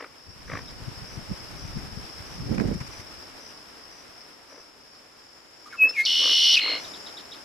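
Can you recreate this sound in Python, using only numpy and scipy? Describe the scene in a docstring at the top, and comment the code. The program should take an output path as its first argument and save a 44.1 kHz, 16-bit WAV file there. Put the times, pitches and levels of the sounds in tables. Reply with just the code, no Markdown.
"""An open field. From a bush a red-winged blackbird sings once, its syrinx giving two whistles,
a fast trill and a lower closing buzz. A small bird chips further off, and insects stridulate
over a soft wash of air. Before the song, turbulent wind buffets the microphone and its hardest
gust brings cracks and rustles. Now and then a camera's lens drive purrs."""
import sys
import numpy as np
from scipy import signal
from scipy.fft import rfft, irfft, next_fast_len
from scipy.io import wavfile
from scipy.ndimage import uniform_filter1d

SR = 44100
rng = np.random.default_rng(int(sys.argv[2]) if len(sys.argv) > 2 else 0)


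def to_wav(sig):
    """Store sig (one row per channel, or 1-D mono) as 16-bit WAV at the path in sys.argv[1].

    Samples outside -1..1 are clipped; the rate is SR.
    """
    pcm = np.clip(np.atleast_2d(sig), -1, 1) * 32767
    pcm = np.round(pcm).astype(np.int16)
    wavfile.write(sys.argv[1], SR, pcm.T)  # frames by channels


N = 328104
T = np.arange(N) / SR

# the clear and the burry whistle: t/s, f/Hz, level/dB, second harmonic/dB re first
CLEAR_WHISTLE = [(5.765, 2680, -62, -34), (5.795, 2590, -27, -46), (5.822, 2544, -13, -58),
                 (5.847, 2572, -13.5, -58), (5.876, 2614, -22.5, -29), (5.897, 2626, -36.5, 11),
                 (5.915, 2645, -53, 16), (5.945, 2760, -40, -15)]
BURRY_WHISTLE = [(5.935, 2603, -45, -13), (5.96, 2340, -36, -27), (5.973, 2160, -29, -35),
                 (5.983, 2164, -22, -46), (6.002, 2144, -18, -47), (6.021, 2130, -22.5, -46),
                 (6.034, 2130, -39, -3), (6.052, 2330, -31, -8)]
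# their upper partials: harmonic number, relative level/dB
OVERTONES = [(3, -49), (4, -52), (5, -34)]
# notes: t/s, length/s, start f/Hz, middle f/Hz, end f/Hz, relative level/dB, roughness (0-1)
SLURS = [(5.655, 0.037, 1196, 1204, 1230, -43.5, 0.16), (5.70, .065, 2280, 2180, 2200, -47, 0.33),
         (5.725, .012, 1850, 1554, 1550, -37, 0.1), (5.735, 0.03, 1630, 1330, 1270, -42.5, 0.34),
         (5.963, .0072, 2400, 2340, 2180, -29, .14), (6.051, 0.0059, 3700, 5350, 5200, -15.5, 0.2),
         (6.057, 0.0093, 4070, 4060, 4170, -17.5, 0.32), (6.548, 0.0093, 4230, 4150, 4300, -15, 0.4),
         (6.554, 0.0061, 3360, 3020, 2900, -16.5, 0.2), (6.558, .025, 5720, 5610, 5600, -21.5, 0.37),
         (6.559, 0.018, 2930, 2755, 2600, -16.5, 0.16), (6.569, .012, 2510, 2580, 2370, -11.5, 0),
         (6.581, 0.021, 2494, 2834, 2720, -17.5, 0.32)]  # single notes before, into and out of the trill
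TRILL_CYCLE = [(0, .0036, 5250, 5520, 5330, -.3, .08), (.0028, .0032, 3800, 3420, 3200, -3.5, .05),
               (.0042, .0078, 3040, 2990, 2970, 1, .02), (.0074, .0052, 4450, 4350, 4200, -8, .16),
               (.0018, .003, 4600, 4300, 3950, -11.5, .2), (.006, .005, 3650, 3600, 3450, -15, .2),
               (.004, .008, 5700, 5900, 5800, -12.5, .1), (.001, .011, 2180, 2120, 2080, -26, .2),
               (.0005, .004, 10400, 10800, 10600, -3, .05)]  # in these three, t counts from the start of the group
BUZZ_CYCLE = [(.001, .008, 2550, 2850, 2650, 0, .16), (.008, .011, 2550, 2170, 2080, -3.5, .08),
              (.003, .0095, 4400, 4200, 4190, 0, .06), (.012, .0085, 4260, 4220, 4130, -.5, .07),
              (.011, .008, 3150, 3200, 2950, -5.5, .2)]
CHIP_NOTES = [(0, 0.021, 3140, 3880, 2700, -7.5, .05), (.017, 0.018, 5760, 3830, 3030, -13.5, 0.088),
              (.03, .016, 4700, 3900, 3400, -16, .1)]
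# response of the open beak: f/Hz, gain/dB
BEAK_RESPONSE = [(500, -7), (1200, 2), (2900, -2.5), (4500, 1), (4900, -3.5), (5300, -2.5), (5900, -6),
                 (6500, -19), (8000, -26.5), (14000, -30.5)]
# reflections from bush and ground: delay/s, gain/dB
ECHOES = [(.0028, -8.5), (.0071, -21), (.0135, -24)]
# the small bird's chips: t/s, gain/dB
CHIPS = [(.675, -41), (6.841, -32.5), (6.933, -32), (7.06, -32), (7.168, -30), (7.315, -30.5)]
# the near insect's chirps: t/s, length/s, relative level/dB
CHIRPS = [(0.443, 0.18, -51), (1.067, 0.12, -47.5), (1.555, .16, -48), (2.235, 0.16, -49),
          (2.886, .15, -48.5), (3.382, 0.15, -48.5), (3.886, .17, -51.5), (4.469, 0.17, -53.5),
          (6.773, 0.13, -45.5)]
# strength of the wind (breeze, hard gust, calm) and of the field's background: t/s, level/dB
WIND_LEVEL = [(0, -69), (.22, -62), (.5, -43.5), (1.45, -49), (1.85, -37.5), (2.1, -51.5), (2.3, -45.5),
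              (2.54, -29.5), (2.72, -30), (2.85, -46.5), (3.3, -60), (5.2, -75.5), (6.3, -70.5),
              (7.44, -75)]
FIELD_LEVEL = [(0, -53), (.25, -52.5), (.6, -47.5), (1.2, -45.5), (2.1, -44.5), (3.2, -46.7), (4.8, -53.5),
               (5.5, -53.5), (6.85, -42.5), (7.1, -46), (7.44, -47.5)]
# eddies at the microphone: t/s, strength/dB, left minus right/dB (limited to 9 either way in use)
EDDIES = [(.294, -37.5, 10), (.539, -26, 6), (.824, -31, 4), (.885, -25.5, 10), (.979, -35, 7),
          (1.025, -29.5, -12), (1.18, -25.5, 9), (1.317, -18, -5), (1.653, -29.5, 12), (1.772, -21, 12),
          (1.976, -26.5, 9), (2.207, -32.5, 2), (2.404, -25, -11), (2.466, -24.5, 11), (2.516, -16, -11),
          (2.585, -16, -13), (2.66, -17, -11), (2.688, -16.5, -18), (2.721, -18, -7), (2.759, -20, 7),
          (2.815, -27, 6), (3.0, -36, 11)]
# cracks in the hard gust: t/s, length/s, level/dB, tilt/(dB per octave)
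CRACKS = [(2.578, .009, -28, -3), (2.596, .009, -26, -3), (2.607, .008, -35, -2), (2.795, .035, -40, -1)]
# moves of the lens: middle pulse t/s, width/s, gain/dB, tilt/(dB per octave)
PURRS = [(.009, 0.026, -33.5, 1), (0.537, 0.034, -29.5, 1), (4.545, 0.035, -43.5, -3.5),
         (5.856, 0.031, -36.5, -2), (6.259, 0.04, -32.5, -2), (6.699, 0.046, -31, -2)]
# spectral envelopes of the noises: f/Hz, relative level/dB
RASP_SPECTRUM = [(1500, -8), (4000, 5.5), (6500, 0), (8200, -6.5), (9800, -6), (10600, -6), (11300, -9.5),
                 (12100, -3), (12800, -14), (14000, -20)]
RUMBLE_SPECTRUM = [(15, -19), (25, -2.5), (55, 1), (120, -2.5), (200, -6), (320, -14), (600, -30),
                   (1200, -61), (3000, -78)]
BLAST_SPECTRUM = [(30, -38), (100, -5), (220, 7.5), (330, 1), (550, -6), (900, -21.5), (2000, -28),
                  (5000, -52)]
RUSTLE_SPECTRUM = [(100, -34), (300, -28), (600, 5.5), (1200, 7.5), (1900, 7), (2400, 6), (3200, -12),
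                   (5000, -2), (8000, -15), (12000, -24), (14000, -31)]
PURR_SPECTRUM = [(120, -49), (220, -36), (275, 5.5), (350, -7.5), (490, 4.5), (800, -7.5), (1200, 3.5),
                 (1430, -3.5), (1650, 0.5), (1950, -1.5), (2350, -5), (3000, -18.5), (4000, -21.5),
                 (10000, -47.5)]
CHORUS_SPECTRUM = [(3500, -50), (4400, -19.5), (4750, -6), (5100, -2), (5330, 2.5), (5500, -1.5),
                   (5700, -10), (6000, -21.5), (7000, -51.5)]
AIR_SPECTRUM = [(20, -13), (60, -9), (110, -6.5), (190, -6.5), (270, 0.5), (380, -1), (550, -1),
                (850, -2.5), (1300, -3), (2300, -6.5), (4000, -11.5), (6500, -16), (10500, -20.5),
                (14000, -25.5)]
# likeness of left and right in the diffuse field: f/Hz, correlation (0-1)
COHERENCE = [(30, 0.47), (250, 0.55), (600, 0.31), (1500, 0.22), (3000, 0.18), (5300, 0.077), (9000, 0.081),
             (14000, 0.21)]


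def blackbird(crack_s=5.888):
    """Self-sustained oscillation of the syrinx: whistles that crack into a rasp, a trill, a buzz."""
    whistles = whistle(CLEAR_WHISTLE, burr=.0055, burr_hz=370, shake=.0014, overtones_db=3)
    whistles += whistle(BURRY_WHISTLE, burr=.2, burr_hz=406, shake=.012, overtones_db=-10)
    slurs = phrase(SLURS, starts=[0], gains_db=[0])
    fast = beak(slurs + trill(TRILL_CYCLE, 6.0622, 6.546, rate_hz=79.9, start_db=-17, change_db=5.5))
    buzz = beak(trill(BUZZ_CYCLE, 6.603, 6.79, rate_hz=55.3, start_db=-24, change_db=-13.5, power=5.1))
    rough = fast + buzz + rasp(whistles * (T > crack_s), -27) + rasp(fast, -26) + rasp(buzz, -33)
    echoed = rough.copy()
    for delay, db in ECHOES:
        add(echoed, delay, amp(db) * rough)
    song = foliage(whistles, wet_db=-17, t60=.18) + foliage(echoed, wet_db=-12, t60=.27)
    return panned(song, .66)


def whistle(rows, burr, burr_hz, shake, overtones_db):
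    """Amplitude modulation: fluttering membranes put sidebands on a near-pure tone."""
    t = np.arange(rows[0][0], rows[-1][0], 1 / SR)
    hz = curve(rows, t) * (1 + shake * wobble(len(t), 500))
    phase = 2 * np.pi * np.cumsum(hz) / SR
    level = amp(curve(rows, t, column=2))
    wave = np.sin(phase) + amp(curve(rows, t, column=3)) * np.sin(2 * phase)
    overtones = sum(amp(db + overtones_db) * np.sin(round(k) * phase) for k, db in OVERTONES)
    wave += overtones * level / level.max()
    wave *= 1 + burr * np.sin(2 * np.pi * burr_hz * t)
    out = np.zeros(N)
    add(out, t[0], np.sqrt(2) * level * wave * signal.windows.tukey(len(t), .06))
    return out


def trill(notes, start_s, end_s, rate_hz, start_db, change_db, power=1, spread_db=.4):
    """Periodic repetition of a cycle of notes; as effort grows, the high notes gain most."""
    starts = np.arange(start_s, end_s, 1 / rate_hz)
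    effort_db = start_db + change_db * np.linspace(0, 1, len(starts)) ** power
    tilt_db = .42 * (effort_db - np.median(effort_db))
    chance_db = spread_db * rng.standard_normal((len(notes), len(starts)))
    return sum(phrase([row], starts, effort_db + tilt_db * np.log2(row[3] / 3000) + db)
               for row, db in zip(notes, chance_db))


def phrase(notes, starts, gains_db):
    """Superposition: the same group of notes sounds at each start."""
    out = np.zeros(N)
    for start, db in zip(starts, gains_db):
        for s, *shape in notes:
            add(out, start + s, amp(db) * note(*shape))
    return out


def note(length, start_hz, middle_hz, end_hz, db, roughness):
    """Frequency modulation: a syrinx tone glides along a parabola, roughened by random jitter."""
    size = max(round(length * SR), 16)
    parabola = np.polyfit([0, .5, 1], [start_hz, middle_hz, end_hz], 2)
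    hz = np.polyval(parabola, np.linspace(0, 1, size)) * (1 + .37 * roughness * wobble(size, 900))
    phase = 2 * np.pi * (np.cumsum(hz) / SR + rng.random())
    wave = np.sin(phase) + amp(-33) * np.sin(2 * phase) + amp(-37) * np.sin(3 * phase)
    return amp(db) * wave * signal.windows.tukey(size, .44)


def beak(voice):
    """Source and filter: the open beak passes the trill's band and cuts off steeply above it."""
    return irfft(rfft(voice) * response(BEAK_RESPONSE, N), N)


def rasp(voice, gain_db, growth=.75):
    """Modulated noise: a thin rasp follows the voice's envelope by a power law."""
    envelope = abs(uniform_filter1d(abs(voice), size=60))
    return amp(gain_db) * noise(RASP_SPECTRUM) * envelope ** growth


def small_bird():
    """Frequency sweeps of a distant syrinx: each chip is an arch trailed by falling notes."""
    return foliage(phrase(CHIP_NOTES, *np.transpose(CHIPS)), wet_db=-11, t60=.25)


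def wind(ceiling_db=-38.5, blast_db=-33.5, blast_growth=2.5):
    """Turbulent pressure, unrelated at each port: rumble levels off and a brighter blast takes over."""
    strength_db = curve(WIND_LEVEL)
    rumble = np.array([noise(RUMBLE_SPECTRUM) * amp(3.6 * wobble(N, 25)) for _ in range(2)])
    rumble = unit_rms(rumble) * amp(np.minimum(strength_db, ceiling_db))
    blast = np.array([noise(BLAST_SPECTRUM) * amp(4 * wobble(N, 60)) for _ in range(2)])
    blast *= amp(blast_db + blast_growth * (strength_db - strength_db.max()))
    return panned(rumble, -.5) + panned(blast, -13)  # the hard gust strikes the right port


def eddies(reference_hz=137, reference_db=-24.5, db_per_octave=17.5, wake_s=.022):
    """Pressure pulses: each eddy slaps one port harder, in a puff of rumble; stronger is quicker."""
    out = np.zeros((2, N))
    t = np.arange(-SR // 10, SR // 10) / SR
    for s, db, side_db in EDDIES:
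        cycles = reference_hz * 2 ** ((db - reference_db) / db_per_octave) * t
        slap = np.sin(2 * np.pi * (cycles + rng.random())) / np.cosh(cycles / .34)
        wake = np.array([noise(RUMBLE_SPECTRUM, len(t), tilt_db=1.1) for _ in range(2)])
        wake *= np.exp(-(t / wake_s) ** 2)
        eddy = amp(db) * (amp(-2.5) * slap + amp(-13.5) * wake)
        add(out, s + t[0], panned(eddy, np.clip(side_db, -9, 9)))
    return out


def rustles(first_s=2.535, period_s=.065, length_s=.028, level_db=-44, db_per_octave=4):
    """Flow-induced flutter: the hard gust brings evenly spaced noise bursts and a few cracks."""
    flutter = [(first_s + k * period_s, length_s, level_db, db_per_octave) for k in range(8)]
    out = np.zeros((2, N))
    for s, length, db, tilt_db in [*CRACKS, *flutter]:
        size = round(length * SR)
        burst = np.array([noise(RUSTLE_SPECTRUM, size, tilt_db) for _ in range(2)])
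        add(out, s, amp(db) * np.hanning(size) * burst)
    return out


def lens_drive(rate_hz=54, scrape_s=.0026, grind=.16, knock=1.5):
    """Forced vibration: periodic scrapes and knocks over a steady grind excite the drive's resonances."""
    out = np.zeros(N)
    t = np.arange(-SR // 6, SR // 6) / SR
    from_pulse = t - np.round(t * rate_hz) / rate_hz
    knocks = knock * (np.diff(np.sign(from_pulse), prepend=0) > 0)
    for s, width, db, tilt_db in PURRS:
        scrapes = rng.standard_normal(len(t)) * (grind + np.exp(-abs(from_pulse) / scrape_s))
        swell = np.exp(-abs((t - .01) / width) ** 3 / 4)
        body = unit_rms(response(PURR_SPECTRUM, len(t), tilt_db))
        add(out, s + t[0], amp(db) * irfft(rfft((knocks + scrapes) * swell) * body, len(t)))
    return panned(out, 2)


def insect_chorus(surge_hz=2.81, lull_s=.13):
    """Incoherent sum of many insects: a throbbing noise band that surges deeper in a quiet field."""
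    throb_db = .2 * np.sin(2 * np.pi * 30.7 * T)
    throb_db += 1.45 * np.sin(2 * np.pi * (72 * T + .19 * wobble(N, 2)))
    field_db = curve(FIELD_LEVEL)
    depth_db = 1.45 - .12 * (field_db - field_db.mean())
    surge_db = -depth_db * np.cos(2 * np.pi * surge_hz * (T - lull_s))
    chorus = diffuse(CHORUS_SPECTRUM) * amp(field_db - 1.65 + surge_db + throb_db + 1.1 * wobble(N, 45))
    return panned(chorus, 3.5)


def near_insect(carrier_hz=5760, stroke_hz=73):
    """Stridulation: each wing stroke lifts frequency and amplitude together."""
    out = np.zeros(N)
    for s, length, db in CHIRPS:
        t = np.arange(round(length * SR)) / SR
        stroke = np.cos(2 * np.pi * stroke_hz * t)
        phase = 2 * np.pi * np.cumsum(carrier_hz + 150 * stroke + 30 * wobble(len(t), 220)) / SR
        add(out, s, amp(db - 5) * (1 + stroke) * np.sin(phase) * signal.windows.tukey(len(t), .4))
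    return panned(foliage(out, wet_db=-10, t60=.15), 3.5)


def far_reel(peak_s=6.95, rise_db_per_s=7, fall_db_per_s=18):
    """Frequency modulation: a thin reeling insect song comes and goes, more scattered than direct."""
    hz = 7080 + 130 * np.sin(2 * np.pi * 52 * T) + 90 * wobble(N, 300)
    level_db = -61.5 - np.maximum(rise_db_per_s * (peak_s - T), fall_db_per_s * (T - peak_s))
    reel = amp(level_db) * np.sin(2 * np.pi * np.cumsum(hz) / SR)
    return foliage(reel, wet_db=5.5, t60=.3)


def air():
    """Diffuse ambient noise: the soft, wavering wash of the open field."""
    return panned(diffuse(AIR_SPECTRUM) * amp(curve(FIELD_LEVEL) + .76 * wobble(N, 14)), .48)


def foliage(x, wet_db, t60):
    """Scattering: leaves return a tail, different in each channel, that falls 60 dB in t60 seconds."""
    t = np.arange(SR // 2) / SR
    taps = rng.standard_normal((2, len(t))) * (rng.random((2, len(t))) < .1)
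    taps *= amp(-60 * t / t60) * (t > .002)
    tail = signal.fftconvolve(x[None], taps / np.linalg.norm(taps[0]), axes=1)[:, :N]
    return x + amp(wet_db) * tail


def diffuse(spectrum):
    """Partial coherence: noise from all around is only partly alike in the two channels."""
    alike = np.clip(over_log_hz(COHERENCE, np.fft.rfftfreq(N, 1 / SR)), 0, 1)
    left, other = noise(spectrum), noise(spectrum)
    right = irfft(alike * rfft(left) + np.sqrt(1 - alike ** 2) * rfft(other), N)
    return np.array([left, right])


def noise(spectrum, size=N, tilt_db=0):
    """Spectral shaping of white noise, rms 1."""
    padded = next_fast_len(size)
    shaped = rfft(rng.standard_normal(padded)) * response(spectrum, padded, tilt_db)
    return unit_rms(irfft(shaped, padded)[:size])


def wobble(size, cutoff_hz):
    """Random fluctuation: low-passed noise, rms about 1."""
    padded = next_fast_len(size + 2048)
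    hz = np.fft.rfftfreq(padded, 1 / SR)
    smooth = rfft(rng.standard_normal(padded)) / (1 + (hz / cutoff_hz) ** 4)
    return unit_rms(irfft(smooth, padded))[:size]


def response(spectrum, size, tilt_db=0):
    """Frequency response: a gain for each FFT bin, tilted by tilt_db per octave."""
    hz = np.fft.rfftfreq(size, 1 / SR)
    return amp(over_log_hz(spectrum, hz) + tilt_db * np.log2(hz + 1))


def over_log_hz(rows, hz):
    """Linear interpolation over log frequency."""
    f, value = np.transpose(rows)
    return np.interp(np.log(hz + 1), np.log(f + 1), value)


def curve(rows, t=T, column=1):
    """Linear interpolation of one column in time."""
    rows = np.array(rows)
    return np.interp(t, rows[:, 0], rows[:, column])


def panned(x, side_db):
    """Localisation by level difference, left minus right."""
    left, right = np.broadcast_to(x, (2, x.shape[-1]))
    return np.array([left * amp(side_db / 2), right * amp(-side_db / 2)])


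def add(mix, s, sound):
    """Superposition of a sound on the mix at time s."""
    start = round(s * SR)
    sound = sound[..., max(-start, 0):]
    part = mix[..., max(start, 0):][..., :sound.shape[-1]]
    part += sound[..., :part.shape[-1]]


def amp(db):
    """Decibels to amplitude ratio."""
    return 10 ** (np.asarray(db) / 20)


def unit_rms(x):
    """Normalisation to rms 1."""
    return x / np.sqrt(np.mean(x ** 2) + 1e-20)


def scene():
    """Superposition of all sources at the microphone."""
    animals = blackbird() + small_bird() + insect_chorus() + near_insect() + far_reel()
    return animals + air() + wind() + eddies() + rustles() + lens_drive()


def record(dry, cutoff_hz=14150):
    """Band limiting by a steep low-pass filter."""
    lowpass = signal.firwin(511, cutoff_hz, window=("kaiser", 9), fs=SR)
    return signal.oaconvolve(dry, lowpass[None], "same")


dry = scene()
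out = record(dry)
to_wav(out)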